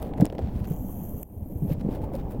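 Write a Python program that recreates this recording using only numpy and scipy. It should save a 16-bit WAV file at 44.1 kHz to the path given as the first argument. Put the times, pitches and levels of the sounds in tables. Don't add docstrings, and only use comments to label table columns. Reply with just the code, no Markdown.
import sys
import numpy as np
from scipy import signal
from scipy.fft import rfft, irfft
from scipy.io import wavfile

SR = 44100
rng = np.random.default_rng(int(sys.argv[2]) if len(sys.argv) > 2 else 0)


def transcribe(signal):
    frames = np.atleast_2d(signal).T
    limited = np.clip(frames, -1, 1)
    pcm = np.round(limited * 32767).astype(np.int16)
    wavfile.write(sys.argv[1], SR, pcm)


N = 105840


def undb(db):
    return 10 ** (np.asarray(db) / 20)


def unit(x):
    return x / np.sqrt(np.mean(x ** 2) + 1e-20)


def clock():
    return np.arange(N) / SR


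def curve(table, column=1):
    rows = np.array(table)
    return np.interp(clock(), rows[:, 0], rows[:, column])


def colour(x, spectrum):
    size = 2 * N
    hz, db = np.array(spectrum, float).T
    bin_hz = np.arange(N + 1) * SR / size
    gain = unit(undb(np.interp(np.log(bin_hz + 1), np.log(hz), db)))
    cepstrum = irfft(np.log(gain))
    cepstrum[1:N] *= 2
    cepstrum[N + 1:] = 0
    return irfft(rfft(x, size) * np.exp(rfft(cepstrum)))[:N]


def noise():
    return rng.standard_normal(N)


def walk(per_s):
    knots = rng.standard_normal(2048)
    return unit(np.interp(clock() * per_s, np.arange(len(knots)), knots))


def add(out, start, x):
    i = int(np.clip(start * SR, 0, N - 1))
    out[i:i + len(x)] += x[:N - i]


def burst(decay_s, size=4096):
    envelope = np.exp(-np.arange(size) / SR / decay_s)
    return unit(rng.standard_normal(size) * envelope) * np.sqrt(np.mean(envelope ** 2))


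def bubble(hz, cycles, rise_per_cycle=0.0046):
    elapsed = np.arange(int(6 * cycles / hz * SR)) * hz / SR
    envelope = (elapsed / cycles * np.exp(1 - elapsed / cycles)) ** 2
    return envelope * np.sin(2 * np.pi * elapsed * (1 + rise_per_cycle * elapsed / 2))


def crowd(per_s, low_hz, high_hz, spread_db, cycles):
    out = np.zeros(N)
    for when, pitch, strength, length in rng.random((int(per_s * N / SR), 4)):
        hz = low_hz * (high_hz / low_hz) ** pitch
        gain = hz * undb(-spread_db * np.log(1 - .98 * strength))
        add(out, when * N / SR, gain * bubble(hz, cycles * (.5 + length)))
    return out


def churn():
    # time in seconds, level of larger and of finer bubbles in dB.
    levels = [(0, -38, -39.5), (.18, -36, -40.5), (.3, -44, -46.5), (.42, -35.5, -44.5), (.52, -39.5, -46),
              (.67, -38, -45.5), (.85, -39.5, -48), (1.1, -39, -48), (1.25, -42, -49.5), (1.45, -37.5, -50),
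              (1.6, -36.5, -49.5), (1.7, -35, -42), (1.77, -40.5, -47.5), (1.9, -36, -39.5),
              (2.02, -37, -40.5), (2.15, -36, -42), (2.39, -41, -43.5)]
    # frequency in Hz, relative gain in dB.
    larger_spectrum = [(50, -47.5), (110, -11), (190, 3), (300, 0), (400, -14.5), (600, -16.5), (1000, -27),
                       (2000, -51)]
    finer_spectrum = [(200, -22), (380, 3.5), (520, 1), (800, -2.5), (1050, -13.5), (1400, -29),
                      (2400, -31.5), (3200, -35.5), (4000, -52), (7000, -72)]
    larger = crowd(per_s=700, low_hz=91.8, high_hz=727, spread_db=2.0, cycles=1.33)
    finer = crowd(per_s=2600, low_hz=299.5, high_hz=4090, spread_db=1.36, cycles=1.89)
    gulps = unit(colour(larger, larger_spectrum)) * undb(curve(levels))
    simmer = unit(colour(finer, finer_spectrum)) * undb(curve(levels, column=2))
    return gulps + simmer


def wind():
    # frequency in Hz, relative gain in dB.
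    spectrum = [(10, 1), (22, -7), (45, 4), (80, 0), (130, -1.5), (300, -27.5), (900, -61.5)]
    # time in seconds, level in dB.
    gusts = [(0, -32.5), (.22, -37.5), (.32, -38.5), (.55, -32), (.8, -35), (1.2, -38), (1.55, -35.5),
             (1.84, -29), (1.96, -31.5), (2.15, -35), (2.39, -33.5)]
    return unit(colour(noise(), spectrum)) * undb(curve(gusts))


def steam():
    # frequency in Hz, relative gain in dB.
    spectrum = [(1000, 19.5), (2200, -2), (4500, -6), (8000, -11.5), (12000, -3.5), (15500, 8)]
    # time in seconds, mean level in dB.
    levels = [(0, -59), (.13, -71), (.5, -59.5), (.65, -63), (.8, -80), (1.6, -83), (1.76, -62), (2.1, -59),
              (2.39, -57)]
    flicker_db = -1.3
    return colour(noise(), spectrum) * undb(curve(levels) + flicker_db * walk(per_s=17.5))


def puffs():
    # centre and Gaussian half-width in seconds, hiss and sputter levels in dB.
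    spurts = [(0.025, 0.007, -51.5, -77), (0.041, 0.043, -55.5, -57), (0.236, 0.053, -61.5, -61),
              (0.455, 0.047, -68, -56.5), (0.59, 0.035, -54, -57.5), (0.653, 0.0078, -53.5, -52),
              (0.712, .02, -62, -60), (1.716, 0.021, -60, -51), (1.806, 0.01, -60, -56),
              (1.937, 0.028, -51, -52.5), (2.037, 0.014, -54, -58), (2.149, 0.015, -48.5, -55.5),
              (2.198, 0.011, -59, -53.5), (2.318, 0.013, -49, -59)]
    # frequency in Hz, relative gain in dB.
    hiss_spectrum = [(1000, 13), (3000, -12), (6000, -14.5), (10000, -2.5), (14000, 1), (16000, 2)]
    sputter_spectrum = [(400, 7), (1000, 7), (2400, 3.5), (4000, -2.5), (6000, -8.5), (12000, -22)]
    hiss, sputter = np.zeros(N), np.zeros(N)
    for centre, half_width, hiss_db, sputter_db in spurts:
        envelope = np.exp(-((clock() - centre) / half_width) ** 2 / 2)
        hiss += undb(hiss_db) * envelope
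        sputter += undb(sputter_db) * envelope
    grain_db = 3.17
    grain = unit(undb(grain_db * walk(per_s=500)))
    return (colour(noise() * grain * hiss, hiss_spectrum)
            + colour(noise() * grain * sputter, sputter_spectrum))


def flecks():
    # start in seconds, relative snap level in dB, snap cutoff in Hz,
    # relative level of thud and note in dB.
    landings = [(.027, -33, 16000, -29.5), (.137, -32.5, 3700, -29.5), (.176, -45, 15000, -29.5),
                (.181, -49, 7000, -25), (.2, -43, 7000, -22.5), (0.2094, -27.5, 16100, -30),
                (.214, -37, 15000, -16.5), (0.2468, -37, 7000, -23), (0.2542, -23.5, 15100, -29),
                (0.2641, -25, 6760, -27), (0.2998, -31, 5100, -28.5), (.325, -45, 9100, -25),
                (0.3508, -41, 7500, -27.5), (0.3827, -29.5, 5300, -25.5), (.3905, -38, 5760, -22),
                (0.414, -50, 5000, -29.5), (.675, -54, 3000, -29.5), (2.153, -36.5, 16200, -34),
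                (2.346, -55, 2500, -31)]
    # frequency in Hz, relative gain in dB.
    snap_spectrum = [(500, -2), (1500, -3), (2800, 2.5), (4800, -1.5), (7000, -2), (10000, 1), (14000, 1)]
    thud_spectrum = [(100, 2), (350, 2.5), (750, -1.5), (1100, -22.5), (1800, -25), (5000, -44.5)]
    snap_trim_db, thud_trim_db, note_trim_db = -2.5, -0.5, -13
    snap, thud, note = np.zeros(N), np.zeros(N), np.zeros(N)
    for start, snap_db, cutoff_hz, thud_db in landings:
        lowpass = signal.butter(6, min(cutoff_hz, .45 * SR), fs=SR, output="sos")
        add(snap, start, undb(snap_db + snap_trim_db) * signal.sosfilt(lowpass, burst(decay_s=0.001)))
        add(thud, start, undb(thud_db + thud_trim_db) * burst(decay_s=0.0052))
        note_hz = 662 * (1 + 0.29 * rng.standard_normal())
        add(note, start, undb(thud_db + note_trim_db) * bubble(note_hz, cycles=0.68))
    return colour(snap, snap_spectrum) + note + colour(thud, thud_spectrum)


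def plops():
    # start in seconds, pitch in Hz, level in dB, cycles to the peak.
    big_bubbles = [(0.197, 151, -12.5, 1.06), (.221, 177.5, -4.5, 0.74), (0.223, 295, -16.5, 2.6),
                   (.227, 460, -19.5, 1.25), (0.414, 75.6, -22, 1.5), (.441, 127, -23, 0.56),
                   (0.474, 192, -26, 1.3), (.545, 79, -22.5, 1.1), (.554, 233, -24.5, 1.41),
                   (0.602, 101, -29.5, 1.1), (.614, 173, -26, 1), (.707, 155.8, -17, 0.96),
                   (.845, 196, -27.5, 1.36), (1.01, 165, -35.5, 2.0), (1.139, 91.6, -22, 0.46),
                   (1.36, 92.7, -25, 0.98), (1.418, 87, -21, 0.84), (1.518, 186, -26.5, 1.64),
                   (1.55, 88.3, -22, 0.79), (1.62, 145.3, -16.5, 1.45), (1.645, 184, -18, 1.23),
                   (1.674, 72, -20.5, 0.73), (1.695, 499, -29, 2.6), (1.705, 275, -26.5, 1.68),
                   (1.709, 152, -15, 1.03), (1.775, 142.6, -20.5, 1.09), (1.813, 190, -26, 1.5),
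                   (1.848, 182, -15, 0.46), (1.862, 190, -17.5, 1.1), (1.888, 233, -14, 0.46),
                   (2.032, 80, -20.5, 0.44), (2.033, 834, -32.5, 4.9), (2.14, 526, -25.5, 3.4),
                   (2.25, 88.7, -24, 0.55), (2.345, 404, -29, 1.1), (2.39, 140, -20, 0.5)]
    # frequency in Hz, relative gain in dB.
    splat_spectrum = [(100, -16), (300, 4), (480, 13), (750, -12), (1300, -25), (3000, -32.5), (8000, -42)]
    splat_trim_db = -19.5
    tone, splat = np.zeros(N), np.zeros(N)
    for start, hz, db, cycles in big_bubbles:
        add(tone, start, undb(db) * bubble(hz, cycles))
        tear_s = start + cycles / hz / 2
        add(splat, tear_s, undb(db + splat_trim_db) * burst(decay_s=0.0073))
    return tone + colour(splat, splat_spectrum)


def motor():
    # time in seconds, ticks per second, whine and ring levels in relative dB.
    run = [(.64, 50.2, -65, -70), (.68, 65, -54, -51.5), (.73, 130, -52, -53.5), (.81, 180, -50.5, -59.5),
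           (.87, 235, -50, -59), (.915, 292, -48.5, -58), (.96, 264, -51, -61), (1.04, 246, -50, -57.5),
           (1.11, 312, -50, -61.5), (1.15, 224, -52, -62), (1.2, 346, -50, -59.5), (1.27, 255, -54.5, -69),
           (1.36, 327, -55.5, -70), (1.44, 232, -57.5, -73), (1.53, 335, -56.5, -69), (1.6, 217, -56, -68),
           (1.735, 250, -52, -63)]
    # frequency in Hz, relative gain in dB.
    whine_spectrum = [(1000, -45), (5000, -53), (8500, -13.5), (9600, -5.5), (11000, -6.5), (12400, 2.5),
                      (13800, 1), (15000, -9), (16000, -3)]
    ring_spectrum = [(1000, 4.5), (2600, -11.5), (3200, -3.5), (3900, -31), (5100, -28), (6000, -1.5),
                     (7600, -0.5), (8600, -17.5), (9600, 1), (12000, -4.5)]
    start_s, stop_s, tick_decay_s, rate_jitter = run[0][0], 1.741, .0005, .015
    scatter_db, alternate_db, rub_db, click_db = .6, .9, -6, -1
    t, tick_rate = clock(), curve(run)
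    teeth_passed = np.cumsum(tick_rate * (1 + rate_jitter * walk(per_s=200))) / SR
    tooth = teeth_passed.astype(int)
    since_tick = (teeth_passed % 1) / tick_rate
    strength = undb(scatter_db * noise()[tooth] + alternate_db * (-1.) ** tooth)
    scrape = noise() * (unit(strength * np.exp(-since_tick / tick_decay_s)) + undb(rub_db))
    click = undb(click_db) * unit(strength * np.diff(tooth, prepend=0))
    drive = unit(scrape + click) * ((t > start_s) & (t < stop_s))
    whine = colour(drive * undb(curve(run, column=2)), whine_spectrum)
    ring = colour(drive * undb(curve(run, column=3)), ring_spectrum)
    return whine + ring


def clacks():
    # start in seconds, level in dB.
    knocks = [(0.652, -49), (.682, -37), (0.705, -33.5), (1.2302, -22.5)]
    # frequency in Hz, relative gain in dB.
    spectrum = [(600, -19), (2200, -11.5), (3000, -19), (3900, -34), (5500, -31), (6800, -18), (8300, -4.5),
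                (9500, -23), (11000, -7), (12500, 1), (15500, -2)]
    impacts = np.zeros(N)
    for start, db in knocks:
        add(impacts, start, undb(db) * burst(decay_s=.0008))
    return colour(impacts, spectrum)


def scene():
    return (plops() + flecks() + puffs() + churn() + wind() + steam() + motor() + clacks())[None]


def record(dry):
    dip_start_s, dip_db, attack_s, recovery_s = 1.233, -12, 0.0014, .16
    cutoff_hz = 15900
    since = clock() - dip_start_s
    gain_db = dip_db * np.clip(since / attack_s, 0, 1) * np.exp(-np.maximum(since, 0) / recovery_s)
    lowpass = signal.ellip(10, .2, 80, cutoff_hz, fs=SR, output="sos")
    return signal.sosfilt(lowpass, dry * undb(gain_db))


dry = scene()
out = record(dry)
transcribe(out)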